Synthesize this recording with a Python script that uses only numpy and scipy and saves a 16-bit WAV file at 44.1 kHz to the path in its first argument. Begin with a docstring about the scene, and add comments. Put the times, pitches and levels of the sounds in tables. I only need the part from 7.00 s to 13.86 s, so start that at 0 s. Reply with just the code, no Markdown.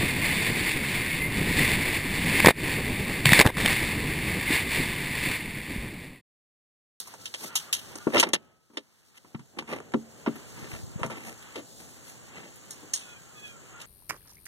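"""Opening a car hood outdoors

Close to a hand-held phone a car hood is unlatched, lifted and propped: clicks, clunks and scrapes.
Steel is shaped noise through latch resonances; the panel is a bank of ringing modes, with thin spring tones.
Behind it far traffic, a hum, leaves and crickets are noise bands; birds are gliding tones.
Wind is low noise and single puffs at the microphone.
The phone widens its two ports by taking a delayed copy of each from the other."""
import sys
import numpy as np
from scipy.fft import rfft, irfft, next_fast_len
from scipy.io import wavfile
from scipy.ndimage import uniform_filter1d, map_coordinates

SR = 44100
rng = np.random.default_rng(int(sys.argv[2]) if len(sys.argv) > 2 else 0)


def master_out(mix):
    """Clip the mix to full scale and print it as 16-bit PCM to the path in sys.argv[1]."""
    frames = np.transpose(np.atleast_2d(mix))
    ceiling = np.clip(frames, -1, 1)
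    pcm = np.round(ceiling * 32767).astype(np.int16)
    wavfile.write(sys.argv[1], SR, pcm)


N = 302448

# port difference of sound from far off: f/Hz, level against the sum/dB
FAR_APART = [(60, -20.5), (500, -6.5), (900, -2), (2000, 2.5), (3000, 0), (15000, 0)]
# port difference of sound close to the microphone: f/Hz, level against the sum/dB
NEAR_APART = [(60, -17.5), (250, -15), (900, -1.5), (1600, 3.5), (2300, 9.5), (3200, 0.5), (15000, 2)]
# modes of the hood panel: f/Hz, relative level/dB, usual t60/s
PANEL_MODES = [(99, -8, 0.049), (128, -4, 0.15), (153.4, -5.5, 0.14), (195, -5, .08), (225.3, -11.5, 0.31),
               (232.7, 2.5, 0.066), (279, -6, .14), (310, -2.5, 0.11), (349.5, 0, 0.066), (408, -4, .11),
               (455.3, -3, 0.054), (513, -3.5, 0.092), (590.6, -4, 0.087), (658, -5, 0.1),
               (757, -7.5, 0.02), (850, -9.5, .07)]


def amp(db):
    """dB to gain."""
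    return 10 ** (np.asarray(db) / 20)


def unit(x):
    """Scaled to rms 1."""
    return x / np.sqrt(np.mean(x ** 2) + 1e-20)


def along(points, hz):
    """Values of (Hz, value) points, joined on a log frequency axis and held beyond the ends."""
    f, value = np.transpose(points)
    return np.interp(np.log(hz + 1), np.log(f + 1), value)


def curves(rows):
    """One value per sample for each column after the time."""
    s, *columns = np.transpose(rows)
    return np.array([np.interp(np.arange(N) / SR, s, column) for column in columns])


def wobble(rate):
    """A smooth random curve, rate knots a second."""
    knots = rng.standard_normal(int(N * rate / SR) + 4)
    return map_coordinates(knots, [np.arange(N) * rate / SR])


def filtered(x, response):
    """x through a complex response of frequency."""
    m = next_fast_len(N + SR // 2)
    spectrum = rfft(x, m) * response(np.fft.rfftfreq(m, 1 / SR))
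    return irfft(spectrum, m)[..., :N]


def ports(pair, colour, apart):
    """Coloured sum and difference signals, as heard at the two ports."""
    mid, side = filtered(pair, lambda hz: colour(hz) * amp([0 * hz, along(apart, hz)]))
    return np.array([mid + side, mid - side])


def hiss(spectrum, apart):
    """Noise of rms 1 at the two ports; the spectrum falls on for an octave beyond its ends."""
    closed = [(spectrum[0][0] / 2, -90)] + spectrum + [(spectrum[-1][0] * 2, -90)]
    return unit(ports(rng.standard_normal((2, N)), lambda hz: amp(along(closed, hz)), apart))


def note(s, length):
    """Share of a note gone by, and its soft swell."""
    u = np.clip((np.arange(N) / SR - s) / length, 0, 1)
    return u, np.sqrt(np.abs(np.sin(np.pi * u)))


def traffic(db):
    """Far traffic: low noise, slowly unsteady."""
    # relative spectrum: f/Hz, level per Hz/dB
    rumble_band = [(20, -28), (60, -0.5), (120, 2.5), (250, -4.5), (500, -10), (900, -20.5)]
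    return amp(db + 1.2 * wobble(7.2)) * hiss(rumble_band, FAR_APART)


def hum(db):
    """A far mid hum: a noise band with two slow random level curves."""
    # relative spectrum: f/Hz, level per Hz/dB
    hum_band = [(400, -13.5), (800, 5), (1400, 5.5), (2200, 3), (3000, 2.5), (4500, -16.5)]
    return amp(db + wobble(6.9) + 2.5 * wobble(6)) * hiss(hum_band, FAR_APART)


def leaves(db):
    """Rustling leaves: high noise flickering at slow and fast rates."""
    # relative spectrum: f/Hz, level per Hz/dB
    rustle_band = [(1500, -34), (3000, -5), (4500, 2), (8000, -1.5), (11000, -4.5), (15500, -9.5)]
    flicker_db = 1.1 * wobble(25) + wobble(200) + 1.5 * wobble(4)
    return amp(db + flicker_db) * hiss(rustle_band, FAR_APART)


def crickets():
    """Several singers, each a narrow noise swelling at its own chirp rate."""
    # singers: f/Hz, width/Hz, relative level/dB, chirps per second
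    singers = [(6470, 130, -4.5, 8), (7200, 110, -4, 4.1), (7150, 63, -4, 30), (7300, 580, 2.5, 55),
               (7470, 130, -5.5, 140)]
    t = np.arange(N) / SR
    song = 0
    for hz, width, db, rate in singers:
        phase = 2 * np.pi * rate * t + .6 * wobble(3)
        swell = (.5 + .5 * np.cos(phase)) ** .3
        band = filtered(rng.standard_normal((2, N)), lambda f: np.exp(-((f - hz) / width) ** 2))
        song = song + amp(db) * unit(swell * band)
    return song


def outdoors():
    """The open-air bed: far traffic, hum, leaves and crickets, each following its own level curve."""
    # levels before the common dip: t/s, traffic/dB, hum/dB, leaves/dB, crickets/dB
    bed_levels = [(0, -64, -54, -39, -70), (.05, -58.5, -64, -54.5, -72), (.13, -56, -55, -53.5, -75),
                  (.175, -59, -63.5, -60, -75), (.21, -51.5, -58.5, -52.5, -65),
                  (.32, -59.5, -60, -57.5, -70), (.4, -58, -56.5, -50, -63), (.48, -48, -55, -49, -65),
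                  (.515, -50, -53.5, -61, -74), (.62, -54, -57.5, -48, -70), (.7, -53, -57.5, -58.5, -67),
                  (.8, -54, -54.5, -52.5, -70), (.88, -51.5, -53.5, -54.5, -65),
                  (.93, -49, -51, -55.5, -70), (1.05, -57, -56.5, -59, -66.5), (1.4, -41, -53.5, -61, -69),
                  (1.68, -51, -56.5, -56, -69), (2.1, -52.5, -57, -52.5, -65.5),
                  (2.5, -52.5, -57, -59, -63), (2.8, -42.5, -54, -61, -63), (3.5, -49, -55, -56.5, -61.5),
                  (4.15, -55, -57, -61, -62), (4.7, -52.5, -59.5, -56, -62),
                  (5.3, -53.5, -60, -60.5, -62.5), (6.2, -54.5, -59, -61.5, -62.5),
                  (6.86, -55.5, -56.5, -59.5, -62)]
    traffic_db, hum_db, leaves_db, crickets_db = curves(bed_levels)
    return traffic(traffic_db) + hum(hum_db) + leaves(leaves_db) + amp(crickets_db) * crickets()


def wind():
    """Lumpy low-frequency buffeting, its noise unrelated at the two ports."""
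    # buffeting before the common dip: t/s, level/dB
    buffet_levels = [(0, -69), (.5, -71), (1.2, -53), (1.7, -59), (2.4, -55.5), (3, -66.5), (3.75, -48),
                     (4.1, -47.5), (4.5, -59), (5.2, -57.5), (6, -61.5), (6.86, -59)]
    low = filtered(rng.standard_normal((2, N)), lambda f: (f / 80) ** 3 / (1 + (f / 90) ** 4.5))
    lumps_db = 1.4 * np.array([wobble(30), wobble(2.5)])  # one curve for each port
    return amp(curves(buffet_levels)[0]) * unit(low * amp(lumps_db))


def background_dip():
    """Gain on the bed and wind, which sink after the loudest clunks and come back."""
    # t/s, level/dB
    dip_levels = [(1.2, 0.5), (1.34, -12.5), (1.6, -19.5), (1.9, -17.5), (3.5, -0.5)]
    return amp(curves(dip_levels))


def whistle():
    """A distant bird: short notes on arched pitch curves, unsteady in pitch and level."""
    # notes: t/s, length/s, first f/Hz, middle f/Hz, last f/Hz, level before flutter/dB
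    whistle_notes = [(0.19, 0.13, 1290, 1340, 1260, -66), (0.408, 0.16, 1000, 1370, 1283, -55.5),
                     (0.633, 0.15, 1400, 1390, 1410, -64), (0.686, 0.027, 1235, 1220, 1240, -57),
                     (0.83, 0.16, 1155, 1127, 1160, -71), (0.988, 0.094, 1410, 1440, 1410, -59),
                     (0.998, 0.038, 1190, 1190, 1230, -61), (6.05, 0.12, 1440, 1430, 1420, -61.5),
                     (6.175, 0.073, 1596, 1585, 1590, -67), (6.192, 0.15, 1446, 1360, 1430, -67),
                     (6.315, 0.093, 1303, 1237, 1210, -63), (6.49, 0.12, 1390, 1376, 1300, -61.5),
                     (6.604, 0.13, 1320, 1307, 1350, -66.5), (6.715, 0.047, 1240, 1240, 1250, -62),
                     (6.738, 0.078, 1380, 1405, 1397, -57), (6.816, .04, 1430, 1405, 1400, -61)]
    tone, waver, flutter_db = 0, 1 + .02 * wobble(160), 2 * wobble(60)
    for s, length, first_hz, middle_hz, last_hz, db in whistle_notes:
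        u, swell = note(s, length)
        straight = first_hz + (last_hz - first_hz) * u
        arch = (2 * middle_hz - first_hz - last_hz) * 2 * u * (1 - u)
        turn = 2 * np.pi * np.cumsum((straight + arch) * waver) / SR
        tone = tone + swell * amp(db + flutter_db) * np.sin(turn)
    return np.array([tone, tone])


def bird():
    """A falling nasal call, twice: a few harmonics reaching one port a little earlier."""
    # calls: t/s, first f of the fundamental/Hz, relative level/dB
    calls = [(5.993, 853, -56.5), (6.352, 846, -52)]
    # harmonics: multiple of the fundamental, relative level/dB
    throat = [(2, -6), (3, -1), (4, -2), (7, -20)]
    length_s = 0.2
    fall, bend = 0.066, 2.3  # share of the pitch lost by the end; the fall comes later the higher the bend
    call = 0
    for s, hz, db in calls:
        u, swell = note(s, length_s)
        pitch = hz * (1 - fall * u ** bend + 0.012 * wobble(300))
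        turn = 2 * np.pi * np.cumsum(pitch) / SR
        voice = sum(amp(level) * np.sin(round(k) * turn) for k, level in throat)
        call = call + swell * amp(db + 3.3 * wobble(60)) * voice
    return np.array([call, np.roll(call, shift=9)]) * amp(1.5)  # shift in samples


def puffs():
    """Single puffs of about one cycle on the microphone, pushing the two ports unevenly."""
    # t/s, level at the first port/dB, f/Hz
    gusts = [(3.63, -28, 140), (3.737, -23.5, 101), (3.76, -31, 70), (3.84, -27, 90), (3.879, -31, 149),
             (3.962, -19, 136), (4.018, -21, 129)]
    t = np.arange(N) / SR
    air = 0
    for s, db, hz in gusts:
        bell = np.exp(-(2.0 * hz * (t - s)) ** 2)
        air = air - amp(db) * np.cos(2 * np.pi * hz * (t - s)) * bell
    return air * np.array([[1], [.3]])


def rings():
    """A thin spring sings on after some contacts: decaying sines with a wavering phase."""
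    # t/s, f/Hz, starting level/dB, t60/s
    spring_tones = [(1.381, 1288, -71.5, 1.8), (4.033, 1370, -55, 0.58), (4.1, 1317, -58, 1.2)]
    t, waver = np.arange(N) / SR, 0.84 * wobble(22)
    tone = 0
    for s, hz, db, t60 in spring_tones:
        decay = amp(db - 60 * np.abs(t - s) / t60) * (t > s)
        tone = tone + decay * np.sin(2 * np.pi * hz * t + waver)
    return np.array([tone, tone])


def thump(db, hz, t60):
    """A blow on the panel: modes near its pitch ring most, nearly in step, and the whole hood rocks."""
    usual_s, rise_s = 0.07, .0025  # contact t60 that leaves the modes their own decay; attack
    push_db, push_hz, push_s = -25.5, 65, .08  # rocking: level relative to the panel, pitch, t60
    t = np.arange(SR // 4) / SR
    f, level, life = np.transpose(PANEL_MODES)
    life = life * np.clip(t60 / usual_s, .2, 2)
    ring = np.exp(np.outer(2j * np.pi * f - np.log(1000) / life, t))
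    octaves = np.log2(f / hz)
    level = level - 11 * octaves ** 2 - 3 * octaves
    level = level + rng.normal(0, 1.8, (2, len(f)))  # each mode at a new strength, in sum and difference
    level = level + np.array([0 * f, along(NEAR_APART, f)])
    start = np.exp(1j * rng.normal(0, 0.84, level.shape))
    mid, side = np.imag(amp(level) * start @ ring)
    side = side + amp(push_db - 60 * t / push_s) * np.sin(2 * np.pi * push_hz * t)
    return amp(db + 7.0) * np.array([mid + side, mid - side]) * (1 - np.exp(-(t / rise_s) ** 2))


def contacts():
    """Blows of part on part: gains of five steel bands, panel thumps and left-right balance."""
    # levels relative within each layer: t/s, sizzle/dB, clank/dB, knock/dB, panel/dB, panel f/Hz, t60/s,
    # left-right/dB, air/dB, first crack against the decay/dB
    blows = [(0.0018, -23.5, -39, -58, -53.5, 360, 0.03, 4, -29, 11),
             (0.0725, -37, -74, -45.5, -62, 680, 0.052, -6, -42, 9),
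             (0.1381, -37, -62, -40.5, -51.5, 695, 0.059, -3, -61, 4),
             (0.2554, -25, -27, -58, -72.5, 358, 0.065, 3, -38, -9),
             (0.3395, -26.5, -28.5, -44.5, -48.5, 550, 0.063, 0.5, -42, 2),
             (0.5534, -21, -38, -35, -70, 401, 0.075, -7, -34, 5),
             (0.555, -15.5, -24.5, -73, -79, 401, 0.13, -1, -23, 15),
             (0.727, -10, -19.5, -39.5, -73, 598, 0.08, 1.5, -21, 2),
             (0.9543, -27.5, -54, -41, -41, 350, 0.045, -9.5, -45, 5),
             (0.974, -42, -60, -51, -54, 330, 0.037, -4, -38, 5),
             (0.985, -26.5, -54, -43, -43, 326, 0.011, -4, -57.5, 19.5),
             (1.0686, -62, -50, -23.5, -18.5, 311, 0.051, 4, -65, 2),
             (1.1016, -43, -53, -44, -40, 357, 0.058, -3, -61, 14),
             (1.1364, -40, -30, -38.5, -26, 400, 0.032, -2, -52, 4),
             (1.1552, -28, -32, -26.5, -30, 600, 0.045, -4, -48, 7),
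             (1.168, -33, -30, -22, -27, 357, 0.048, 11, -50, 8),
             (1.178, -24, -21, -45, -26, 353, 0.076, -10, -42, 2),
             (1.184, -22, -24, -36, -26, 450, 0.025, 2, -36, 6),
             (1.19, -26, -26, -26, -26.5, 374, 0.036, -5, -40, 6),
             (1.198, -6, -12, -34, -50, 383, 0.05, 1.5, -17, 20.5),
             (1.2281, -16.5, -21, -15, -25, 510, 0.049, -7.5, -36, 11),
             (1.236, -31, -19, -32, -38, 600, 0.02, -4, -40, 5),
             (1.2659, -63, -49, -40.5, -36, 267, 0.086, -2, -54.5, 3),
             (1.2892, -35, -48, -51.5, -56, 294, 0.031, -2, -41, 22),
             (1.3329, -8, -15, -27, -26.5, 410, 0.034, 3, -25, 10),
             (1.343, -12, -15, -37.5, -34, 331, 0.023, 3, -31, -2),
             (1.6981, -68.5, -77.5, -58.5, -59, 303, 0.078, 4.5, -67.5, -4.5),
             (1.7338, -59, -68, -60, -58, 288, 0.24, -3, -67, 0.5),
             (1.7709, -31, -27.5, -39.5, -37, 394, 0.054, -6, -52.5, 11.5),
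             (2.1434, -62, -62.5, -61, -83, 593, 0.076, 1, -70.5, 3),
             (2.2453, -71, -72.5, -53, -55.5, 281, 0.064, -1, -77, 2),
             (2.3459, -60, -47.5, -33, -24.5, 153, 0.039, -8, -79, 2),
             (2.3926, -50, -55, -53, -38, 144, 0.073, 3, -78, 3),
             (2.571, -65, -70, -54, -40.5, 250, 0.061, 2, -68, 2),
             (2.5861, -32.5, -30, -35, -40.5, 300, 0.056, 0.5, -47, 4),
             (2.6231, -55.5, -66, -44.5, -41.5, 224, 0.047, -13, -72, 10),
             (2.6882, -48, -66, -49, -47, 345, 0.075, -11.5, -59, 10),
             (2.7253, -40, -43.5, -37, -34.5, 520, 0.052, -13, -56, 4),
             (2.762, -38, -65, -33, -35, 431, 0.02, 2, -50, 7),
             (2.775, -55, -72, -51, -44, 400, 0.044, -3, -64.5, 5),
             (2.8023, -47, -85, -40.5, -41, 347, 0.032, -1, -69, 21),
             (2.919, -43, -52, -45, -56, 400, 0.038, -3, -53, 12),
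             (2.937, -43, -40.5, -31.5, -31.5, 504, 0.043, -16.5, -60, 0),
             (2.9424, -59, -55, -34, -20, 248, 0.074, 3, -68, 26),
             (3.262, -63, -47, -34, -36.5, 490, 0.073, -20, -68, 11),
             (3.274, -62, -64, -46, -22, 248, 0.067, 20, -66, 11),
             (3.3553, -44, -49, -41.5, -42.5, 249, 0.072, -2, -42, 6),
             (3.571, -64, -60, -53, -45, 199, 0.14, 10, -68, 3),
             (3.641, -58, -51, -58, -46, 330, 0.049, 13, -66, 5),
             (3.991, -49, -59, -46.5, -47.5, 415, 0.32, 4, -56, 5.5),
             (4.032, -38.5, -39.5, -29.5, -34.5, 450, 0.091, -11, -56, 19),
             (4.046, -51, -69, -49, -29, 138, 0.12, 0, -52, 1),
             (4.0613, -33, -60, -53, -52, 300, 0.038, -3, -41.5, 7),
             (4.0984, -43, -75, -39.5, -44, 428, 0.11, -1, -53, 7),
             (4.169, -52, -55, -50, -45.5, 284, 0.087, 1, -48, 3),
             (4.422, -50, -46.5, -58, -57, 405, 0.048, 7, -43, 6),
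             (4.5561, -40, -39.5, -43.5, -41, 436, 0.12, 6.5, -50, 13),
             (4.575, -58, -44, -47, -43, 420.7, 0.048, -1, -55, 4),
             (4.5883, -58.5, -56, -53, -41, 423, 0.054, 9, -54, 6),
             (5.5565, -51, -62, -72, -73, 380, 0.12, -12, -50, 6),
             (5.7066, -30.5, -51.5, -61, -73, 483, 0.13, -9, -43, 11),
             (5.83, -55, -78, -54, -48.5, 298, 0.092, -2, -70.5, 6.5),
             (5.9344, -16.5, -38.5, -52, -68, 470, 0.089, -16, -35, 5),
             (5.9522, -23.5, -40, -67, -53, 121, 0.084, 2, -44, 9),
             (5.9714, -36, -47, -60, -68, 484, 0.45, 1, -51, 5),
             (6.8149, -34, -46, -67, -50, 120, 0.068, 1, -55.5, 3)]
    sizzle_trim_db, tap_db = -6, 3  # tap is relative to the mean of clank and knock
    rise_s, crack_s = 0.0014, 0.0036  # attack of a contact; t60 of its first crack
    force, panel, pan = np.zeros((5, N + SR)), np.zeros((2, N + SR)), np.ones((2, N + SR))
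    t = np.arange(SR // 4) / SR
    for s, sizzle_db, clank_db, knock_db, panel_db, hz, t60, pan_db, air_db, crack_db in blows:
        i = round(s * SR)
        fade = amp(-60 * t / max(t60, .01))
        tail = 0.0026 * fade ** .3
        crack = amp(crack_db - 60 * t / crack_s)
        shape = (fade + tail + crack) * (1 - np.exp(-t / rise_s))
        mean_db = (clank_db + knock_db) / 2
        bands_db = [sizzle_db + sizzle_trim_db, air_db, clank_db, mean_db + tap_db, knock_db]
        force[:, i:i + len(t)] += amp(bands_db)[:, None] * shape
        panel[:, i:i + len(t)] += thump(panel_db, hz, t60)
        pan[:, i:] = amp([[pan_db / 2], [-pan_db / 2]])  # held until the next contact
    return force[:, :N], panel[:, :N], pan[:, :N]


def strokes():
    """Sizzle, clank and panel gain of metal and hand sliding on metal, swelling and dying away."""
    # t start/s, t loudest/s, t end/s, relative sizzle/dB, clank/dB, panel/dB
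    scrapes = [(0.04, 0.07, 0.111, -52, -58.5, -55.5), (0.387, 0.45, 0.44, -40, -48.5, -37.5),
               (0.456, 0.478, 0.44, -47, -36, -56), (1.119, 1.15, 1.184, -42, -40, -19.5),
               (1.161, 1.192, 1.148, -34.5, -23.5, -21), (1.199, 1.218, 1.225, -39, -37.5, -36.5),
               (1.239, 1.25, 1.315, -59.5, -50, -32), (1.344, 1.352, 1.373, -48.5, -32.5, -32.5),
               (0.747, 0.765, 0.86, -44, -43.5, -91), (2.243, 2.243, 2.8, -81, -81, -58),
               (2.151, 2.189, 2.16, -51.5, -52, -59), (2.529, 2.612, 2.624, -67, -69, -39),
               (2.675, 2.716, 2.806, -53.5, -47.5, -32.5), (3.562, 3.63, 3.8, -76, -61.5, -45.5),
               (3.667, 3.736, 3.83, -56, -56, -46.5), (4.104, 4.101, 4.25, -55.5, -47, -39),
               (4.18, 4.279, 4.36, -47, -54, -41.5), (4.3, 4.333, 4.32, -72, -70, -48.5),
               (4.543, 4.594, 4.54, -58, -43, -37), (4.77, 4.805, 5.1, -54.5, -64.5, -51.5),
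               (5.04, 5.094, 5.14, -49, -57, -80), (5.28, 5.365, 5.67, -85, -58.5, -48.5),
               (6.425, 6.479, 6.5, -54, -53, -81), (6.78, 6.818, 6.85, -51, -50.5, -68)]
    edge_db, fade_s = -19, 0.025  # ends of a stroke under its top; dying away after the end
    gain = np.zeros((3, N))
    for start, top, end, *db in scrapes:
        # an end set before the top cuts the stroke short
        i = np.arange(round(start * SR), min(round((end + fade_s) * SR), N))
        swell_db = np.interp(i / SR, [start, top, end, end + fade_s], [edge_db, 0, edge_db, 2 * edge_db])
        gain[:, i] += amp(swell_db + np.array(db)[:, None])
    return gain


def sliding():
    """Scrapes as gains of the five steel bands and the panel, in quick stick-and-slip grains."""
    knock_db, air_db, tap_db = -5, 0, 7  # to the means of clank and panel, to sizzle, to clank and knock
    sizzle, clank, rub = strokes()
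    knock = amp(knock_db) * np.sqrt(clank * rub)
    tap = amp(tap_db) * np.sqrt(clank * knock)
    slide = np.array([sizzle, amp(air_db) * sizzle, clank, tap, knock, rub])
    grains_db = 3.13 * wobble(250) + 2.2 * wobble(40) - 0.5
    slide = uniform_filter1d(slide, size=200) * amp(grains_db)
    return slide[:5], slide[5]


def resonance(f, hz, width):
    """A band-pass resonance of gain 1 at its centre."""
    return 1j * f * width / (hz * hz - f * f + 1j * f * width)


def steel_parts(force):
    """Five close noise bands, from sizzle down to knock, driven by the contact forces."""
    # relative spectra of the bands: f/Hz, level per Hz/dB
    sizzle_band = [(4000, -8.5), (5500, -6), (7000, -2), (9500, -6.5), (11000, -18.5)]
    air_band = [(9000, -20), (10500, 7), (12000, 2), (14500, -2), (15700, -10.5)]
    clank_band = [(2100, -25), (2600, -6), (3100, 0), (4200, -2), (5200, 0), (6000, -24)]
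    tap_band = [(1100, -25), (1500, 0), (2200, 0), (2700, 0), (3200, -25)]
    knock_band = [(500, -20), (750, 0), (1100, -1), (1500, -8), (2000, -30)]
    bands = [sizzle_band, air_band, clank_band, tap_band, knock_band]
    return sum(f * hiss(band, NEAR_APART) for f, band in zip(force, bands))


def latch(f):
    """Response of the latch: its resonances added to the direct sound."""
    # f/Hz, level against the direct sound/dB, width/Hz
    latch_modes = [(940, 5, 90), (1160, 4, 90), (1350, 4, 110), (1790, 4, 110), (2050, 3, 110),
                   (2770, 5, 130), (3000, 6, 100), (3190, 5, 130), (3700, 4, 220), (5700, 5, 300),
                   (6500, 3, 300), (9100, 4, 400)]
    return 1 + sum(amp(db) * resonance(f, hz, width) for hz, db, width in latch_modes)


def rubbed_sheet(f):
    """Response of the panel to rubbing, which wakes the low modes more."""
    tilt_db = -3  # per octave
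    response = 0
    for k, (hz, db, t60) in enumerate(PANEL_MODES):
        level_db = db + tilt_db * np.log2(hz / 300)
        response = response + (-1) ** k * amp(level_db) * resonance(f, hz, 2.2 / t60)
    return response


def hood():
    """Blows and scrapes rattle the steel parts and drive the modes of the big panel."""
    force, panel, pan = contacts()
    slide, rub = sliding()
    chatter_db = 2.8 * wobble(1500) + 1.2 * wobble(450)  # a contact chatters as it settles
    parts = steel_parts(force * amp(chatter_db) + slide)
    steel = amp(-9.5) * filtered(parts * pan, latch)
    struck = filtered(panel, lambda f: (1j * f / (45 + 1j * f)) ** 2)  # low cut at 45 Hz
    rubbed = ports(amp(16.5) * rub * rng.standard_normal((2, N)), rubbed_sheet, NEAR_APART)
    return steel + struck + rubbed


def scene():
    """All sources at the two microphone ports."""
    background = background_dip() * (outdoors() + wind())
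    return background + whistle() + bird() + puffs() + rings() + hood()


def record(dry):
    """The phone: each port loses a delayed copy of the other, peaks round off, bass and top are cut."""
    # f/Hz, share of the other port taken away
    cross_share = [(60, .85), (600, .75), (1500, .85), (2500, .93), (5000, .9), (7500, .75), (10000, .88),
                   (15000, .65)]
    notch_hz, drift = 2430, .008  # the delay is 1 / (notch_hz + drift * f) seconds
    top_hz, bass_hz = 15950, 35

    def crossing(hz):
        delay_s = 1 / (notch_hz + drift * hz)
        return np.clip(along(cross_share, hz), 0, 1) * np.exp(-2j * np.pi * hz * delay_s)

    wide = dry - filtered(dry[::-1], crossing)
    wide = wide / (1 + np.abs(wide) ** 6) ** (1 / 6)
    return filtered(wide, lambda hz: (hz < top_hz) * 1j * hz / (bass_hz + 1j * hz))


dry = scene()
out = record(dry)
master_out(out)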